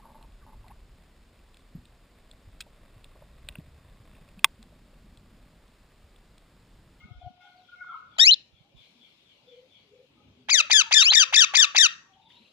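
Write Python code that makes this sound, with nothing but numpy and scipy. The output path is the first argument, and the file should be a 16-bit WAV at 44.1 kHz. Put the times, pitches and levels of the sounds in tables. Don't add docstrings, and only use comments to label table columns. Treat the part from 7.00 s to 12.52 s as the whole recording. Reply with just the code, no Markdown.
import sys
import numpy as np
from scipy import signal
from scipy.fft import rfft, irfft
from scipy.io import wavfile
from scipy.ndimage import uniform_filter1d, minimum_filter1d

SR = 44100
rng = np.random.default_rng(int(sys.argv[2]) if len(sys.argv) > 2 else 0)


def int16_out(signal):
    q = np.round(np.clip(np.atleast_2d(signal).T, -1, 1) * 32767)
    wavfile.write(sys.argv[1], SR, q.astype(np.int16))


def field_ratio(decibels):
    return 10 ** (np.asarray(decibels, dtype=float) / 20)


N = 243431


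def evened(x):
    return x / np.sqrt(np.mean(x ** 2) + 1e-20)


def read(points, hz, column=1):
    points = np.array(points, float)
    return np.interp(np.log(hz + 1), np.log(points[:, 0] + 1), points[:, column])


def add(mix, s, sound):
    part = mix[..., max(round(s * SR), 0):][..., :sound.shape[-1]]
    part += sound[..., :part.shape[-1]]


def wobble(count, span):
    smooth = uniform_filter1d(rng.standard_normal(count), int(span))
    return evened(uniform_filter1d(smooth, int(span)))


def hum():
    # frequency in Hz, level in dB per Hz.
    hum_colour = [(15, -43), (25, -11.5), (140, -0.5), (306, -4.5), (470, -9), (568, -6.5), (649, -10.5),
                  (1860, -19.5), (2360, -11), (3350, -9), (7130, -27), (8160, -32.5), (11300, -36),
                  (14400, -37), (15600, -48.5)]
    # frequency in Hz, correlation from -1 to 1.
    likeness = [(60, 0.99), (150, 0.99), (380, 0.51), (950, 0.5), (2380, -0.3), (5980, -0.05),
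                (15000, 0.66)]
    # frequency in Hz, left minus right in dB.
    balance = [(60, 1.5), (150, -0.5), (380, 0), (950, -1.5), (2380, 8), (5980, 6), (15000, 1.5)]
    # start in seconds, bass in dB, treble in dB,
    # sinking time in seconds.
    surges = [
        (0, 6.5, 6.5, 0.21),
        (.41, -1, 5.5, 1.2),
        (1.0, 3.5, -2, 0.32),
        (1.77, 0, 6.5, 1.6),
        (3.101, 8.5, -1, 0.79),
        (5.29, 1.5, 7.5, .4),
    ]
    calm_bass_db, calm_treble_db = -5, -8
    frames, hz = N // 256 + 5, np.fft.rfftfreq(1024, 1 / SR)
    a, b, c, d, patches = rng.standard_normal((frames, 513, 5)).T
    patches = evened(uniform_filter1d(uniform_filter1d(patches, 8, 0), 12, 1))
    t = np.arange(frames) * 256 / SR
    high = 1 / (1 + (900 / (hz[:, None] + 1)) ** 2)
    low = 1 - high
    swell_db = low * calm_bass_db + high * calm_treble_db
    for s, bass_db, treble_db, sink_s in surges:
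        sinking = (t >= s) * np.exp(-abs(t - s) / sink_s)
        swell_db = swell_db + (low * bass_db + high * treble_db) * sinking
    same = np.clip(read(likeness, hz), -1, 1)[:, None]
    left = a + 1j * b
    right = same * left + np.sqrt(1 - same ** 2) * (c + 1j * d)
    z = np.array([left, right])
    z *= field_ratio(np.array([.5, -.5])[:, None, None] * read(balance, hz)[:, None])
    z *= field_ratio(read(hum_colour, hz)[:, None] + 2.2 * patches + swell_db)
    noise = signal.istft(z, nperseg=1024, noverlap=768)[1][:, :N]
    low_cut = signal.butter(3, 42., "high", fs=SR, output="sos")
    return field_ratio(-66.5 + 2.0) * evened(signal.sosfilt(low_cut, noise))


def knocks():
    # centre in seconds, peak in dB, pitch in Hz, left minus right in dB.
    thumps = [(0.045, -45.5, 80.4, -4), (0.058, -46, 188, 10), (.118, -47.5, 115, 27.5), (.163, -46, 70, 5),
              (0.181, -43.5, 61, -5), (0.244, -48, 82.4, 14.5), (0.271, -48, 107, 30),
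              (0.27, -59.5, 292, 18), (0.309, -49.5, 202, 8), (1.54, -62, 78.8, -18),
              (1.612, -57, 140, -15), (1.751, -58.5, 129, -23), (1.77, -60, 54.8, -19),
              (1.81, -63, 109.6, -19)]
    # start in seconds, peak in dB, pitch in Hz.
    ticks = [
        (.378, -66, 780),
        (.811, -56, 1400),
        (.845, -55, 1150),
        (.921, -62, 900),
        (.944, -62, 900),
        (1.166, -59, 890),
        (1.167, -58, 3980),
        (5.303, -63, 3265),
    ]
    out, t = np.zeros((2, N)), np.arange(-2000, 2000) / SR
    for s, db, hz, pan_db in thumps:
        phase = np.array([[0], [rng.uniform(-np.pi, np.pi)]])
        push = np.sin(2 * np.pi * hz * t + phase) * np.exp(-(t * hz / 0.93) ** 2)
        add(out, s + t[0], field_ratio(db) * field_ratio(np.array([[pan_db], [-pan_db]]) / 2) * push)
    t = t - t[0]
    for s, db, hz in ticks:
        ring = np.sin(2 * np.pi * hz * t) * t / 0.0006 * np.exp(1 - t / 0.0013)
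        add(out, s, field_ratio(db) * ring * field_ratio(np.array([[2], [-2]])))
    return out


def whistle(hz, fuzz_hz):
    span = SR / fuzz_hz / 2
    drift = 0.74 + wobble(len(hz), span) + 1j * wobble(len(hz), span)
    return evened((drift * np.exp(2j * np.pi * np.cumsum(hz) / SR)).real)


def blurred(calls):
    out = np.zeros(N)
    for s, length, from_hz, to_hz, db, fuzz_hz in calls:
        hz = np.geomspace(from_hz, to_hz, round(length * SR))
        add(out, s, field_ratio(db) * whistle(hz, fuzz_hz) * signal.windows.tukey(len(hz), .4))
    return out


def walls(x, first_s, longer):
    # frequency in Hz, decay by 60 dB in seconds, level in dB.
    decay = [(600, 0.25, -9.5), (1157, 0.41, 4.5), (1800, 0.46, 2), (2900, 0.29, 2), (4192, 0.35, -4.5),
             (7260, 0.52, -12), (10000, 0.14, -5)]
    taps = np.zeros((2, SR))
    start = np.arange(int(first_s * SR), SR - 20, 20)
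    at = start + rng.integers(0, 20, (2, SR))[:, :len(start)]
    signs = rng.choice([-1., 1.], (2, SR))[:, :len(start)]
    np.put_along_axis(taps, at, signs, 1)
    hz, t, z = signal.stft(taps, SR, nperseg=256)
    fade_db = read(decay, hz, column=2)[:, None] - 60 * t / (longer * read(decay, hz)[:, None])
    tail = signal.istft(z * field_ratio(fade_db), SR, nperseg=256)[1]
    return signal.fftconvolve(x[None], tail / np.linalg.norm(tail[0]), axes=1)[:, :N]


def rooster(out):
    # start in seconds, length in seconds, first, second and third harmonic in dB.
    syllables = [
        (0, 0.061, -80, -65, -60),
        (0.066, 0.17, -68.5, -72, -80),
        (0.206, 0.11, -48, -74.5, -85),
        (0.306, 0.12, -63.5, -85, -89),
        (0.391, 0.16, -66.5, -61.5, -66.5),
        (0.531, 0.13, -61.5, -70, -86),
        (0.727, 0.29, -72, -59, -63.5),
        (0.993, 0.11, -84.5, -59.5, -84),
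    ]
    crow_hz, throb_hz, throb_depth = 719, 46, .35
    waver = wobble(SR + SR // 4, 1100)
    crow = np.array([whistle(k * crow_hz * (1 + .007 * waver), 13 * k) for k in range(1, 4)])
    crow *= 1 + throb_depth * np.cos(2 * np.pi * np.cumsum(throb_hz * (1 + 0.7 * waver)) / SR)
    for s, length, *levels_db in syllables:
        u = np.linspace(0, 1, round(length * SR))
        shape = field_ratio(-7 * u ** 2) * signal.windows.tukey(len(u), .5)
        sung = crow[:, round(max(s, 0) * SR):][:, :len(u)]
        add(out, s, shape * (field_ratio(np.array(levels_db)) @ sung))


def far_birds():
    # start and length in seconds, pitch in Hz, level in dB.
    coos = [(0, 0.14, 1254, -69.5), (.41, 0.12, 812, -66.5), (1.62, .08, 801, -77), (1.932, .11, 243, -70),
            (2.43, 0.26, 495.7, -59.5), (2.836, 0.2, 420.5, -66.5), (2.916, .15, 504, -61),
            (3.119, .2, 255.2, -70), (3.164, 0.073, 1262, -75.5), (3.15, 0.1064, 840, -77),
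            (3.303, 0.26, 406, -75.5), (3.351, 0.25, 247, -67), (3.5, 0.17, 583, -56.5),
            (3.825, 0.13, 918, -54.5), (4.028, 0.062, 1055, -55), (4.128, 0.32, 529, -64.5),
            (4.26, .032, 1080, -55.5), (4.461, 0.26, 1150, -51.5), (4.551, .22, 554, -73),
            (4.884, 0.24, 1117, -74.5), (5.07, .2, 767, -70), (5.15, 0.15, 884, -69.5),
            (5.266, .16, 962, -74), (5.0, .12, 940, -78), (5.392, 0.0454, 221, -66)]
    # start and length in seconds, from Hz, to Hz, level in dB.
    cackle = [
        (.682, 0.089, 1434, 1417, -53.5),
        (.803, 0.045, 1473, 1403, -45.5),
        (.846, 0.13, 1442, 1238, -47.5),
        (.872, 0.1, 1332, 988, -53),
        (.952, 0.082, 1392, 1300, -69),
    ]
    # start and length in seconds, from Hz, to Hz, level in dB.
    tweets = [(5.13, .035, 3350, 3040, -69.5), (5.204, 0.078, 3640, 3770, -72),
              (5.254, 0.034, 3730, 3380, -66.5), (5.297, 0.029, 3480, 3250, -61.5),
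              (5.311, 0.1, 3480, 4070, -64), (5.337, .06, 3140, 3560, -70),
              (5.299, 0.026, 1690, 2900, -69.5), (5.352, 0.0264, 2610, 2960, -69),
              (5.407, .022, 2760, 2690, -70), (5.399, .12, 4050, 3980, -71), (5.419, .016, 2100, 1920, -81),
              (5.426, .018, 3320, 3200, -69), (5.445, 0.023, 2760, 2740, -66),
              (5.47, 0.0184, 3350, 3220, -70)]
    # start and length in seconds, from Hz, to Hz, level in dB, fuzz in Hz.
    swoop = (.555, .12, 5150, 2700, -74, 60)
    calls = [(s, length, hz, hz, db, 12 + .035 * hz) for s, length, hz, db in coos]
    calls += [(*row, 22 * 1.7 ** k) for k, row in enumerate(cackle)]
    calls += [(*row, 333.6) for row in tweets]
    out = blurred(calls + [swoop])
    rooster(out)
    echo = field_ratio(-7) * walls(out, first_s=.01, longer=1.3)
    return field_ratio(np.array([[1.5], [-2.5]])) * (field_ratio(3.0) * out + echo)


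def hidden_bird():
    # start in seconds, level in dB.
    chirps = [(0.164, -73), (.39, -69.5), (.615, -72), (.85, -71.5), (1.08, -71), (1.515, -73),
              (1.75, -64.5), (1.985, -65), (2.24, -68.5), (2.46, -66.5), (2.69, -65.5), (2.93, -88),
              (3.3, -84)]
    # delay and length in seconds, from Hz, to Hz, level in dB.
    strokes = [
        (0, .06, 3620, 3200, 0),
        (.035, .06, 3600, 2950, 0),
        (.05, .07, 4500, 4000, -9),
        (.02, .1, 2420, 2260, -10),
        (.09, .07, 4600, 3950, -10),
    ]
    out = blurred([(s + delay, length, from_hz, to_hz, db + own_db, 260)
                   for s, db in chirps for delay, length, from_hz, to_hz, own_db in strokes])
    near = field_ratio(-3) * out
    return field_ratio(np.array([[3], [-3]])) * (near + walls(out, first_s=0.0079, longer=0.98))


def syrinx(rows, orders_db, thin_db, smooth_s, jitter, breath_db, tight_floor):
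    s, hz, effort_db = np.transpose(rows)
    t = np.arange(s[0], s[-1], 1 / SR)
    hz, effort_db = (uniform_filter1d(np.interp(t, s, curve), int(smooth_s * SR), mode="nearest")
                     for curve in (hz, effort_db))
    slack = np.clip(1000 / hz, 0, 2) ** 2
    turns = np.cumsum(hz * (1 + jitter * slack * wobble(len(t), 30))) / SR
    snap = uniform_filter1d(np.clip(np.gradient(hz) * SR / 70000., 0, 1), size=88)
    thin_db = thin_db * np.clip((2300 - hz) / 200, 0, 1)
    flute_db = -30 * np.clip((np.maximum(hz, np.roll(hz, -50)) - 3300) / 200, 0, 1)
    tight_db = -20 * np.clip((hz - 2280) / 200, 0, 1) * np.clip((2700 - hz) / 100, tight_floor, 1)
    tone = 0
    for k, db in enumerate(orders_db, 1):
        level_db = db + (thin_db if k == 1 else flute_db)
        level_db = level_db - 14 * np.clip((k * hz - 11800) / 500, 0, 1)
        level_db = level_db + max(k - 2, 0) * (tight_db - 3.5 * snap)
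        level_db = level_db + 0.55 * k * wobble(len(t), 210)
        tone = tone + field_ratio(level_db) * np.cos(2 * np.pi * k * turns) * (k * hz < SR / 2.5)
    breath = field_ratio(breath_db + flute_db / 5 + 4 * snap) * (1.6 + 4.0 * slack)
    puffs = breath * (1 + np.cos(2 * np.pi * turns)) * rng.standard_normal(len(t))
    effort = np.sqrt(2) * field_ratio(effort_db + .8 * wobble(len(t), 290))
    return s[0], effort * (tone + puffs) * signal.windows.tukey(len(t), .02)


def path(voice, colour, nulls, lead):
    hz = np.fft.rfftfreq(len(voice), 1 / SR)
    db = []
    for port in (1, 2):
        bounces_db = sum(row[port + 1] / (1 + (2 * (hz - row[0]) / row[1]) ** 2) for row in nulls)
        db.append(read(colour, hz, column=port) + bounces_db)
    db = np.array(db)
    mirrored = np.r_[db[0], db[0, -2:0:-1]]
    phase = -signal.hilbert(np.log(field_ratio(mirrored))).imag[:len(hz)]
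    lead_hz, lead_rad = np.transpose(lead)
    lag = np.interp(hz, lead_hz, np.unwrap(lead_rad))
    return irfft(rfft(voice) * field_ratio(db) * np.exp(1j * np.array([phase, phase - lag])), len(voice))


def parrot(notes, orders_db, colour, nulls, lead, thin_db, **voice):
    dry = np.zeros(2 ** 18)
    for rows, note_thin_db in zip(notes, thin_db):
        add(dry, *syrinx(rows, orders_db, note_thin_db, **voice))
    return path(dry, colour, nulls, lead)[:, :N]


def squeak_notes():
    # start in seconds, rise and whistle lengths in seconds, last pitch of the rise in Hz,
    # rise effort in dB.
    squeaks = [
        (1.182, .1285, .0285, 3109, 8),
        (3.971, .133, .0195, 3300, 3.5),
    ]
    # seconds after the start, pitch in Hz, effort in dB.
    grunt = [
        (0, 652, -19.5),
        (.006, 622, -7),
        (0.0109, 850, -12),
        (0.0101, 1433, -13),
    ]
    # share of the rise, pitch in Hz, effort in dB.
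    climbing = [(.14, 1652, -6), (.205, 1800, -1.5), (.41, 1883, -3), (.57, 2138, -6.5), (.72, 2532, -5.5),
                (.855, 2914, -3)]
    # share of the whistle, pitch in Hz, effort in dB.
    fluting = [(.03, 3776, -2), (.15, 3960, 0.5), (.4, 4100, 1.5), (.75, 4290, -0.5), (.87, 4070, 2),
               (1, 3450, -13.5)]
    # seconds after the whistle, pitch in Hz, effort in dB.
    flick = [
        (.0006, 5070, -6),
        (.003, 3930, -5),
        (.006, 3000, -15.5),
    ]
    notes = []
    for start, rise, flute, last_hz, rise_db in squeaks:
        flute_db = 0.31 * rise_db
        top = start + rise
        rows = [(start + s, hz, db + rise_db) for s, hz, db in grunt]
        rows += [(start + share * rise, hz, db + rise_db) for share, hz, db in climbing]
        rows += [(top, last_hz, rise_db - 9.5)]
        rows += [(top + share * flute, hz, db + flute_db) for share, hz, db in fluting]
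        rows += [(top + flute + s, hz, db + flute_db) for s, hz, db in flick]
        notes.append(rows)
    return notes


def squeaker():
    orders_db = [4, 1.34, -1, -13.5, -9, -10.5, -20.5, -19.5]
    # frequency in Hz, left in dB, right in dB.
    colour = [(399.4, -47.5, -52), (700, -33.5, -45.5), (1679, -30, -36.5), (2300, -23, -28.5),
              (2610, -17, -22.5), (3420, -13.5, -24), (4100, -19, -16.5), (4980, -17, -17),
              (6130, -32, -23), (7080, -12, -28), (7780, -25.5, -30), (8900, -56, -54), (10500, -24, -46.5),
              (15500, -53.5, -62.5)]
    # frequency in Hz, width in Hz, left in dB, right in dB.
    nulls = [(2034, 490, -10, 2), (3343, 43, -7, -17.5), (4380, 200, -3.5, -6), (5830, 210, -2, 9.5),
             (5900, 1100, 8, -26.5), (6030, 200, -10, -7.5), (8950, 700, -30, -25.5),
             (14000, 1300, -44.5, -41.5)]
    # frequency in Hz, lead in radians.
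    lead = [(1000, -3.1), (2300, -2.5), (3100, -3.8), (3700, -6.3), (4200, -6.6), (4700, -8), (5200, -10),
            (7300, -12.6)]
    thin_db = [1, -3.5]
    return parrot(squeak_notes(), orders_db, colour, nulls, lead, thin_db,
                  smooth_s=0.00053, jitter=0.01174, breath_db=-29.5, tight_floor=0.28)


def chatter_notes():
    # seconds after its start, pitch in Hz, effort in dB.
    opening = [(0, 697, -9.5), (.005, 880.6, -14.5), (.009, 1094, -3), (0.02, 2188, -3), (0.03, 2526, 0),
               (0.068, 1875, 0.5), (.095, 1620, -2), (.122, 1270, 3), (.129, 1138, -12.5)]
    # start, length and climb in seconds, bump as a share of the note, bump in Hz.
    timing = [(3.698, 0.13, .0235, .52, 1716), (3.909, 0.13, 0.025, .495, 1797),
              (4.118, 0.13, .027, .49, 1875), (4.325, 0.13, .028, .525, 1913),
              (4.536, 0.124, .027, .53, 1861), (4.747, 0.13, .027, .505, 1910)]
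    # peak in Hz, dip in Hz, mid-slide pitch in Hz, effort in dB.
    sung = [(2487, 1740, 1560, 0), (2520, 1710, 1570, 0.5), (2450, 1730, 1530, 0.5),
            (2630, 1710, 1500, 1.5), (2500, 1720, 1545, 0.5), (2675, 1745, 1510, 1)]
    # share of the climb, pitch in Hz, effort in dB.
    climbing = [(0, 620, -10.5), (0.387, 1071, -5), (.62, 1600, -0.5), (0.8, 2353, 2.5)]
    # seconds after the peak, share of the way to the dip, effort in dB.
    drop = [(0, 0, 1), (.004, 0.052, 5), (.009, .62, 1), (.014, .88, 2), (0.023, 1, 0.5)]
    # seconds from its tip, share of its height, effort in dB.
    tent = [
        (-.011, .2, 3.5),
        (0, 1, 5.5),
    ]
    # share of the note, pitch in Hz, effort in dB.
    closing = [
        (0.897, 1296, 0),
        (.95, 1154, -4.5),
        (.98, 1037, -35.5),
    ]
    slide_db = 2.5
    notes = [[(3.486 + s, hz, db) for s, hz, db in opening]]
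    for (start, length, climb, bump, bump_hz), (peak_hz, dip_hz, slide_hz, own_db) in zip(timing, sung):
        tip = bump * length
        rows = [(share * climb, hz, db) for share, hz, db in climbing]
        rows += [(climb + s, peak_hz + share * (dip_hz - peak_hz), db) for s, share, db in drop]
        rows += [(tip + s, dip_hz + share * (bump_hz - dip_hz), db) for s, share, db in tent]
        rows += [(tip + 0.015, bump_hz + 0.62 * (slide_hz - bump_hz), slide_db - 2)]
        rows += [(0.75 * length, slide_hz, slide_db)]
        rows += [(share * length, hz, db) for share, hz, db in closing]
        notes.append([(start + s, hz, db + own_db) for s, hz, db in sorted(rows)])
    return notes


def chatterer():
    orders_db = [-3, 0, -4, -7, -12, -15, -22, -27, -31, -34]
    # frequency in Hz, left in dB, right in dB.
    colour = [(343, -39, -37.5), (607, -19, -19), (1530, -24.5, -35), (2357, -17, -17.5), (2830, -15, -16),
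              (3820, -13.5, -33), (4800, -6, -17.5), (6014, -4, -22.5), (6974, -15.5, -29),
              (8090, -28, -67.5), (8750, -29, -31), (9970, -21, -63.5), (10120, -26.5, -65.5),
              (16070, -41.5, -52)]
    # frequency in Hz, width in Hz, left in dB, right in dB.
    nulls = [(1336, 380, -0.5, 1.5), (1710, 170, -5, 7), (2047, 110, 3.5, -3), (2406, 200, -8, -5.5),
             (2820, 77, -12, -10), (3562, 100, 0, -14.5), (4304, 158, -31, 7.5), (5247, 797, -20, -27.5),
             (6493, 81, -11, -16.5), (8010, 730, -1.5, -17.5), (8840, 266, -20.5, 2),
             (12250, 350, -22.5, -20), (14570, 700, -12.5, -14), (15200, 600, 12, 10)]
    # frequency in Hz, lead in radians.
    lead = [(500, -.8), (1100, -1), (1600, -1.5), (2600, -1.4), (3100, -2.6), (4100, -1.9), (5000, -.6),
            (5700, 1.9), (7300, 2.1), (9000, 3.2)]
    notes = chatter_notes()
    return parrot(notes, orders_db, colour, nulls, lead, np.zeros(len(notes)),
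                  smooth_s=0.0028, jitter=0.031, breath_db=-37.5, tight_floor=.9)


def slaps(x):
    # delay in seconds, level in dB.
    bounces = [
        (0.019, -23),
        (0.025, -29.5),
        (0.049, -32),
        (.0555, -32.5),
        (.075, -30),
    ]
    x = signal.sosfilt(signal.butter(2, 4200., fs=SR, output="sos"), x)
    out = np.zeros((2, N))
    for s, db in bounces:
        add(out[0], s, field_ratio(db) * x)
        add(out[1], s + 0.00023, field_ratio(db - 8.5) * x)
    return out


def scene():
    squeaks, chatter = squeaker(), chatterer()
    to_walls = field_ratio(-3.5) * chatter[0] + field_ratio(-1) * chatter[1] + field_ratio(-13) * squeaks[0]
    echoes = field_ratio(np.array([[-21], [-24]])) * walls(to_walls, first_s=0.0042, longer=1.0)
    repeats = slaps(chatter[0] + field_ratio(-12) * squeaks[0])
    background = hum() + knocks() + far_birds() + hidden_bird()
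    return background + squeaks + chatter + repeats + echoes


def top_cut(x):
    return signal.sosfilt(signal.butter(12, 15450, fs=SR, output="sos"), x)


def record(dry):
    peak = -minimum_filter1d(-abs(dry).max(0), size=301)
    over = uniform_filter1d(np.maximum(peak / .82, 1), size=301)
    return top_cut(dry / over)


dry = scene()
out = record(dry)
int16_out(out)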